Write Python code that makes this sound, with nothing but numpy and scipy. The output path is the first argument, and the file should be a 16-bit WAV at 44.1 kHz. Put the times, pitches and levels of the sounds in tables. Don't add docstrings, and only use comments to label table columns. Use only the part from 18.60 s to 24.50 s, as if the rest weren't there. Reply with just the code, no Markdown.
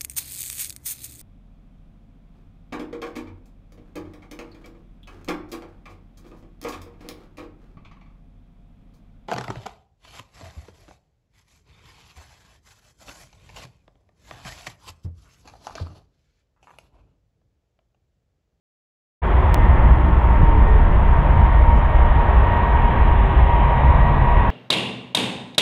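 import sys
import numpy as np
from scipy import signal
from scipy.fft import rfft, irfft, next_fast_len
from scipy.io import wavfile
from scipy.ndimage import uniform_filter1d

SR = 44100
rng = np.random.default_rng(int(sys.argv[2]) if len(sys.argv) > 2 else 0)


def to_wav(s):
    ch = np.atleast_2d(s).T
    pcm = np.round(np.clip(ch, -1, 1) * 32767)
    wavfile.write(sys.argv[1], SR, pcm.astype(np.int16))


def natural_amplitude(level_db):
    exponent = np.asarray(level_db, float) / 20
    return 10 ** exponent


N = 260336
T = np.arange(N) / SR


def unit(x):
    return x / np.sqrt(np.mean(x ** 2) + 1e-20)


def along(points, hz):
    f, v = np.transpose(points)
    return np.interp(np.log(hz + 1), np.log(f + 1), v)


def curve(rows):
    s, value = np.transpose(rows)
    return np.interp(T, s, value)


def bell(t, s, spread):
    return np.exp(-((t - s) / spread) ** 2)


def swells(rows, rest_db, t):
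    power = natural_amplitude(2 * rest_db) + sum(natural_amplitude(2 * db) * bell(t, s, spread) for s, spread, db in rows)
    return 10 * np.log10(power)


def wobble(rate, t):
    knots = uniform_filter1d(rng.standard_normal(256), size=2) * np.sqrt(2)
    return np.interp(t * rate, np.arange(256), knots)


def filtered(x, response):
    m = next_fast_len(N + 8192)
    return irfft(rfft(x, m) * response(np.fft.rfftfreq(m, 1 / SR)), m)[:N]


def eddy_noise(spectrum, patchy_db):
    z = signal.stft(rng.standard_normal(N), nperseg=1024)[2]
    patches = uniform_filter1d(rng.standard_normal(z.shape), size=8, axis=0)
    patches = uniform_filter1d(patches, size=24, axis=1)
    x = signal.istft(z * natural_amplitude(patchy_db * unit(patches)), nperseg=1024)[1][:N]
    return unit(filtered(x, lambda hz: natural_amplitude(along(spectrum, hz))))


def even_noise(spectrum, span_s):
    x = eddy_noise(spectrum, patchy_db=0.5)
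    width = int(span_s * SR)
    power = np.abs(uniform_filter1d(uniform_filter1d(x ** 2, width), width))
    return unit(x / np.sqrt(power + 0.11))


# peak in seconds, spread in seconds, level in dB.
SURGES = [(0.85, 0.19, -14), (1.11, 0.05, -12), (1.29, 0.05, -10), (1.47, 0.24, -15), (1.75, 0.093, -13),
          (1.98, 0.051, -11.5), (2.17, 0.12, -15.5), (2.38, 0.059, -14.5), (2.53, 0.05, -14.5),
          (2.8, 0.086, -11.5), (3.01, 0.024, -20), (3.08, 0.144, -11.5), (3.41, 0.08, -12.5),
          (3.6, 0.072, -13), (3.8, 0.074, -12), (3.97, 0.044, -17), (4.16, 0.1, -16), (4.38, 0.071, -15.5),
          (4.58, 0.14, -14), (4.81, 0.057, -12), (5.0, 0.113, -15.5), (5.33, 0.11, -11.5),
          (5.62, 0.023, -13), (5.79, 0.076, -15)]


def rumble_level():
    return swells(SURGES, -23.5, T)


# frequency in Hz, level in dB per Hz.
RUMBLE = [(28, -33), (44, -3), (50, 1), (57, 2.5), (66, .5), (76, -5), (90, -8), (102, -16), (120, -30),
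          (240, -120)]


def rumble():
    return natural_amplitude(rumble_level()) * even_noise(RUMBLE, span_s=0.087)


# frequency in Hz, level in dB per Hz.
GROWL = [(59, -35), (95, -6.5), (110, -1.5), (125, -1), (150, -2.5), (185, -8.5), (221, -8.5), (269, -16.5),
         (340, -20), (440, -42), (750, -120)]
# middle in seconds, spread in seconds, depth in dB.
LULLS = [
    (.74, 0.26, 7),
    (1.55, .12, 2.5),
    (3.18, .08, 1.5),
    (3.5, 0.22, 4.5),
    (4.0, .08, 2),
    (4.9, .3, 0.5),
]


def growl():
    rumble_db = rumble_level()
    level_db = -24 + 1.5 * wobble(14, T)
    level_db -= sum(depth * bell(T, s, spread) for s, spread, depth in LULLS)
    level_db += 0.19 * (rumble_db - rumble_db.mean())
    level_db -= 0.2 * (T - T.mean())
    return natural_amplitude(level_db) * even_noise(GROWL, span_s=0.14)


# frequency in Hz, level in dB per Hz.
ROAR = [
    [(180, -36), (310, -6), (465, -8), (584, -5.5), (810, -5), (927, -0.5), (998, -3), (1350, -13),
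     (1760, -38), (2970, -120)],
    [(180, -41), (310, -11), (424, -12.5), (835, -4.5), (945, -2.5), (1020, -5.5), (1140, -6),
     (1350, -22.5), (1760, -48.5), (2970, -120)],
]
# frequency in Hz, level in dB per Hz.
RUSH = [
    [(740, -37), (1250, -7), (1610, -4), (1900, -4), (1940, -4.5), (2570, -13.5), (3300, -18.5),
     (4320, -37), (5200, -47.5), (6760, -75), (11400, -120)],
    [(740, -29.5), (1250, -5), (1370, -9.5), (1500, -2), (1940, -4), (2000, -7.5), (2950, -12.5),
     (3700, -21), (5200, -53.5), (6760, -85), (11400, -120)],
]
# time in seconds, level in dB.
CARRY = [(.64, -0.5), (1.25, -0.1), (1.42, -2.5), (2.25, -2.5), (2.7, -0.2), (3.2, -2), (3.65, .4),
         (4.1, 0.5), (4.55, -1), (5.1, 1.1), (5.9, 0.6)]


def jet():
    carry_db = curve(CARRY)
    roar_db = -27 + carry_db + 2.5
    rush_db = -33 + 0.9 * carry_db - 1.62
    near = np.clip((T - 1.8) / 3.33, 0, 1) * np.pi / 2
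    far_part, near_part = np.cos(near), np.sin(near)
    roar = far_part * eddy_noise(ROAR[0], patchy_db=0.1)
    roar += near_part * eddy_noise(ROAR[1], patchy_db=-0.1)
    rush = far_part * eddy_noise(RUSH[0], patchy_db=1.0)
    rush += near_part * eddy_noise(RUSH[1], patchy_db=1.5)
    return natural_amplitude(roar_db) * roar + natural_amplitude(rush_db) * rush


COARSE = 4
FAN_T = T[::COARSE]


def full_rate(tones):
    return np.sqrt(2) * signal.resample_poly(tones, COARSE, 1)[:N]


def shimmer():
    return 0.45 * wobble(9, FAN_T)


# time in seconds, turns per second.
SHAFT = [(.6, 41.572), (5.9, 43.444)]


def fan_angle():
    return (2 * np.pi * np.cumsum(curve(SHAFT)) / SR)[::COARSE]


# peak in seconds, spread in seconds, level in dB.
BLADE_SWELLS = [(1.17, 0.06, -38), (1.85, 0.12, -30.5), (2.51, 0.2, -36.8), (2.8, 0.074, -31.9),
                (3.12, 0.102, -30), (3.39, 0.057, -32), (3.59, 0.058, -32), (3.91, 0.11, -29),
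                (4.27, 0.12, -28), (4.52, 0.096, -28), (5.04, 0.21, -26), (5.61, 0.18, -27)]
# peak in seconds, spread in seconds, level in dB.
OCTAVE_SWELLS = [(1.05, 0.152, -43.5), (1.37, 0.097, -49), (2.11, 0.094, -41), (2.55, 0.093, -49),
                 (2.97, 0.068, -43.5), (3.38, 0.244, -44), (4.01, 0.24, -39.0), (4.45, 0.094, -44.5),
                 (4.87, 0.15, -45), (5.2, 0.081, -42), (5.43, 0.124, -39), (5.74, 0.1, -39.5)]


def blade_whine():
    blades = 22
    angle = fan_angle()
    blade_rest_db = -47 + 2 * FAN_T
    blade_db = swells(BLADE_SWELLS, blade_rest_db, FAN_T) + 3 + 1.8 * wobble(28, FAN_T)
    octave_db = swells(OCTAVE_SWELLS, -56, FAN_T) + 2 + 1.2 * wobble(28, FAN_T)
    tones = natural_amplitude(blade_db) * np.sin(blades * angle + shimmer())
    tones += natural_amplitude(octave_db) * np.sin(2 * blades * angle + shimmer())
    return full_rate(tones)


# multiple of the shaft speed, level in dB.
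SAW = [(9, -46.3), (10, -44.0), (11, -46.6), (12, -47.4), (14, -45.9), (26, -39.7), (32, -52.8),
       (35, -55.2), (37, -54.5), (40, -51.7), (42, -53.1), (45, -56.4), (48, -55.5), (49, -55.7),
       (50, -56.7), (51, -60.1), (52, -59.3), (53, -59.0), (54, -60.0), (55, -58.2), (56, -58.1),
       (57, -61.3), (59, -63.6), (60, -64.4), (66, -59.8), (71, -66.9)]
# frequency in Hz, level in dB.
COMB = [(200, -52), (1000, -52), (1400, -58), (2000, -59), (3000, -70), (3800, -84)]


def shaft_tones():
    angle = fan_angle()
    nearing_db = np.interp(FAN_T, [0.6, 5.9], [-2.5, 1.5])
    strong = dict(SAW)
    final_speed = SHAFT[1][1]
    tones = np.zeros(len(FAN_T))
    for k in range(5, 90):
        level_db = strong.get(k, along(COMB, k * final_speed))
        depth_db = 2 if k == 26 else 3.8
        fading_db = depth_db * wobble(3, FAN_T) - 0.3
        phase = 2 * np.pi * rng.random() + shimmer()
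        tones += natural_amplitude(level_db + nearing_db + fading_db) * np.sin(k * angle + phase)
    return full_rate(tones)


# frequency in Hz, level in dB per Hz.
BUFFET = [(7, -40), (12, -12), (22, -8), (30, -3), (38, -1), (46, -2), (57, -30), (97, -120)]
# peak in seconds, spread in seconds, level in dB.
GUSTS = [(0.78, 0.035, -24), (1.02, 0.076, -16), (1.19, 0.048, -15.5), (1.31, 0.074, -19.2),
         (1.54, 0.056, -18), (1.85, 0.13, -13), (2.13, 0.12, -11.5), (2.29, 0.034, -13.3),
         (2.47, 0.115, -14), (2.78, 0.139, -17), (3.06, 0.096, -15.5), (3.42, 0.13, -14.5),
         (3.78, 0.055, -19.5), (3.94, 0.053, -20.5), (4.19, 0.039, -22.5), (4.3, 0.039, -18),
         (4.41, 0.19, -17.5), (4.81, 0.06, -23.8), (4.95, 0.056, -23), (5.28, 0.033, -20.5),
         (5.43, 0.22, -22), (5.78, 0.19, -18)]
# time in seconds, length in seconds, frequency in Hz, level in dB.
THUMP = (1.836, .006, 130, -8)


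def wind():
    buffeting = natural_amplitude(swells(GUSTS, -28.5, T)) * even_noise(BUFFET, span_s=0.031)
    s, length, hz, db = THUMP
    knock = natural_amplitude(db) * bell(T, s, length) * np.cos(2 * np.pi * hz * (T - s) + 1)
    return buffeting + knock


# frequency in Hz, level in dB per Hz.
HISS = [(2800, -27.5), (4800, 1), (6200, 0), (11000, -1.5), (15000, -2), (15740, -4), (15780, -90)]
# time in seconds, length in seconds, level in dB.
TICKS = [
    (3.162, .002, -63),
    (3.178, .018, -68.5),
    (3.179, .0008, -59),
    (3.19, .008, -69),
    (3.8, .004, -73),
    (4.1, .004, -70),
    (5.18, .004, -71),
]


def camera():
    hiss_db = np.interp(T, [0.6, 2.8, 3.5, 5.9], [-69.5, -70.5, -72.0, -72.0])
    hiss = natural_amplitude(hiss_db) * eddy_noise(HISS, patchy_db=0.3)
    rustle_colour = [(2500, -30), (4200, -5), (5200, -3), (5700, 3), (6300, -3), (9000, -4),
                     (11500, -14), (15000, -40)]
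    bursts = sum(natural_amplitude(db) * bell(T, s, length) for s, length, db in TICKS)
    rustle = bursts * eddy_noise(rustle_colour, patchy_db=2)
    u = T - 0.94430
    rise = 0.38 * np.exp(-np.abs(u) / 0.00045)
    recovery = -0.2 * np.exp(-np.abs(u) / 0.0004)
    snap = np.where(u < 0, rise, recovery)
    top_hz, edge_hz = 16790, 300
    snap = filtered(snap, lambda hz: np.clip((top_hz - hz) / edge_hz + 0.5, 0, 1))
    return hiss + rustle + snap


# frequency in Hz, width in Hz, loudest at seconds, spread in seconds, level in dB.
DRONES = [
    (305.5, 2.5, 1.5, 1, -36),
    (373, 11, 1, 1.3, -37),
    (432.6, 3.7, 2.1, 0.23, -34),
    (607, 36, 3.3, 0.65, -36),
]


def drones():
    out = np.zeros(N)
    for hz, width, s, spread, db in DRONES:
        band = filtered(rng.standard_normal(N), lambda f: np.exp(-((f - hz) / width) ** 2))
        out += natural_amplitude(db) * bell(T, s, spread) * unit(band)
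    return out


# frequency in Hz, loudest at seconds, spread in seconds, level in dB.
HUM = (136, 5.4, .5, -26.5)


def hum():
    hz, s, spread, db = HUM
    swell = natural_amplitude(db + 1.5 * wobble(8, T)) * np.exp(-((T - s) / spread) ** 4)
    return np.sqrt(2) * swell * np.sin(2 * np.pi * hz * T + 0.8 * wobble(7, T))


def scene():
    fade_in = np.clip((T - 0.617) * 45, 0, 1)
    fade_out = np.clip((N / SR - T) / 0.0003, 0, 1)
    plane = rumble() + growl() + jet() + blade_whine() + shaft_tones()
    mix = plane + wind() + camera() + drones() + hum()
    return (fade_in * fade_out * mix)[None]


def roll_off(x):
    return signal.sosfilt(signal.butter(12, 16790, fs=SR, output="sos"), x)


def record(dry):
    limited = dry / (1 + np.abs(dry / 0.95) ** 6) ** (1 / 6)
    return roll_off(limited)


dry = scene()
out = record(dry)
to_wav(out)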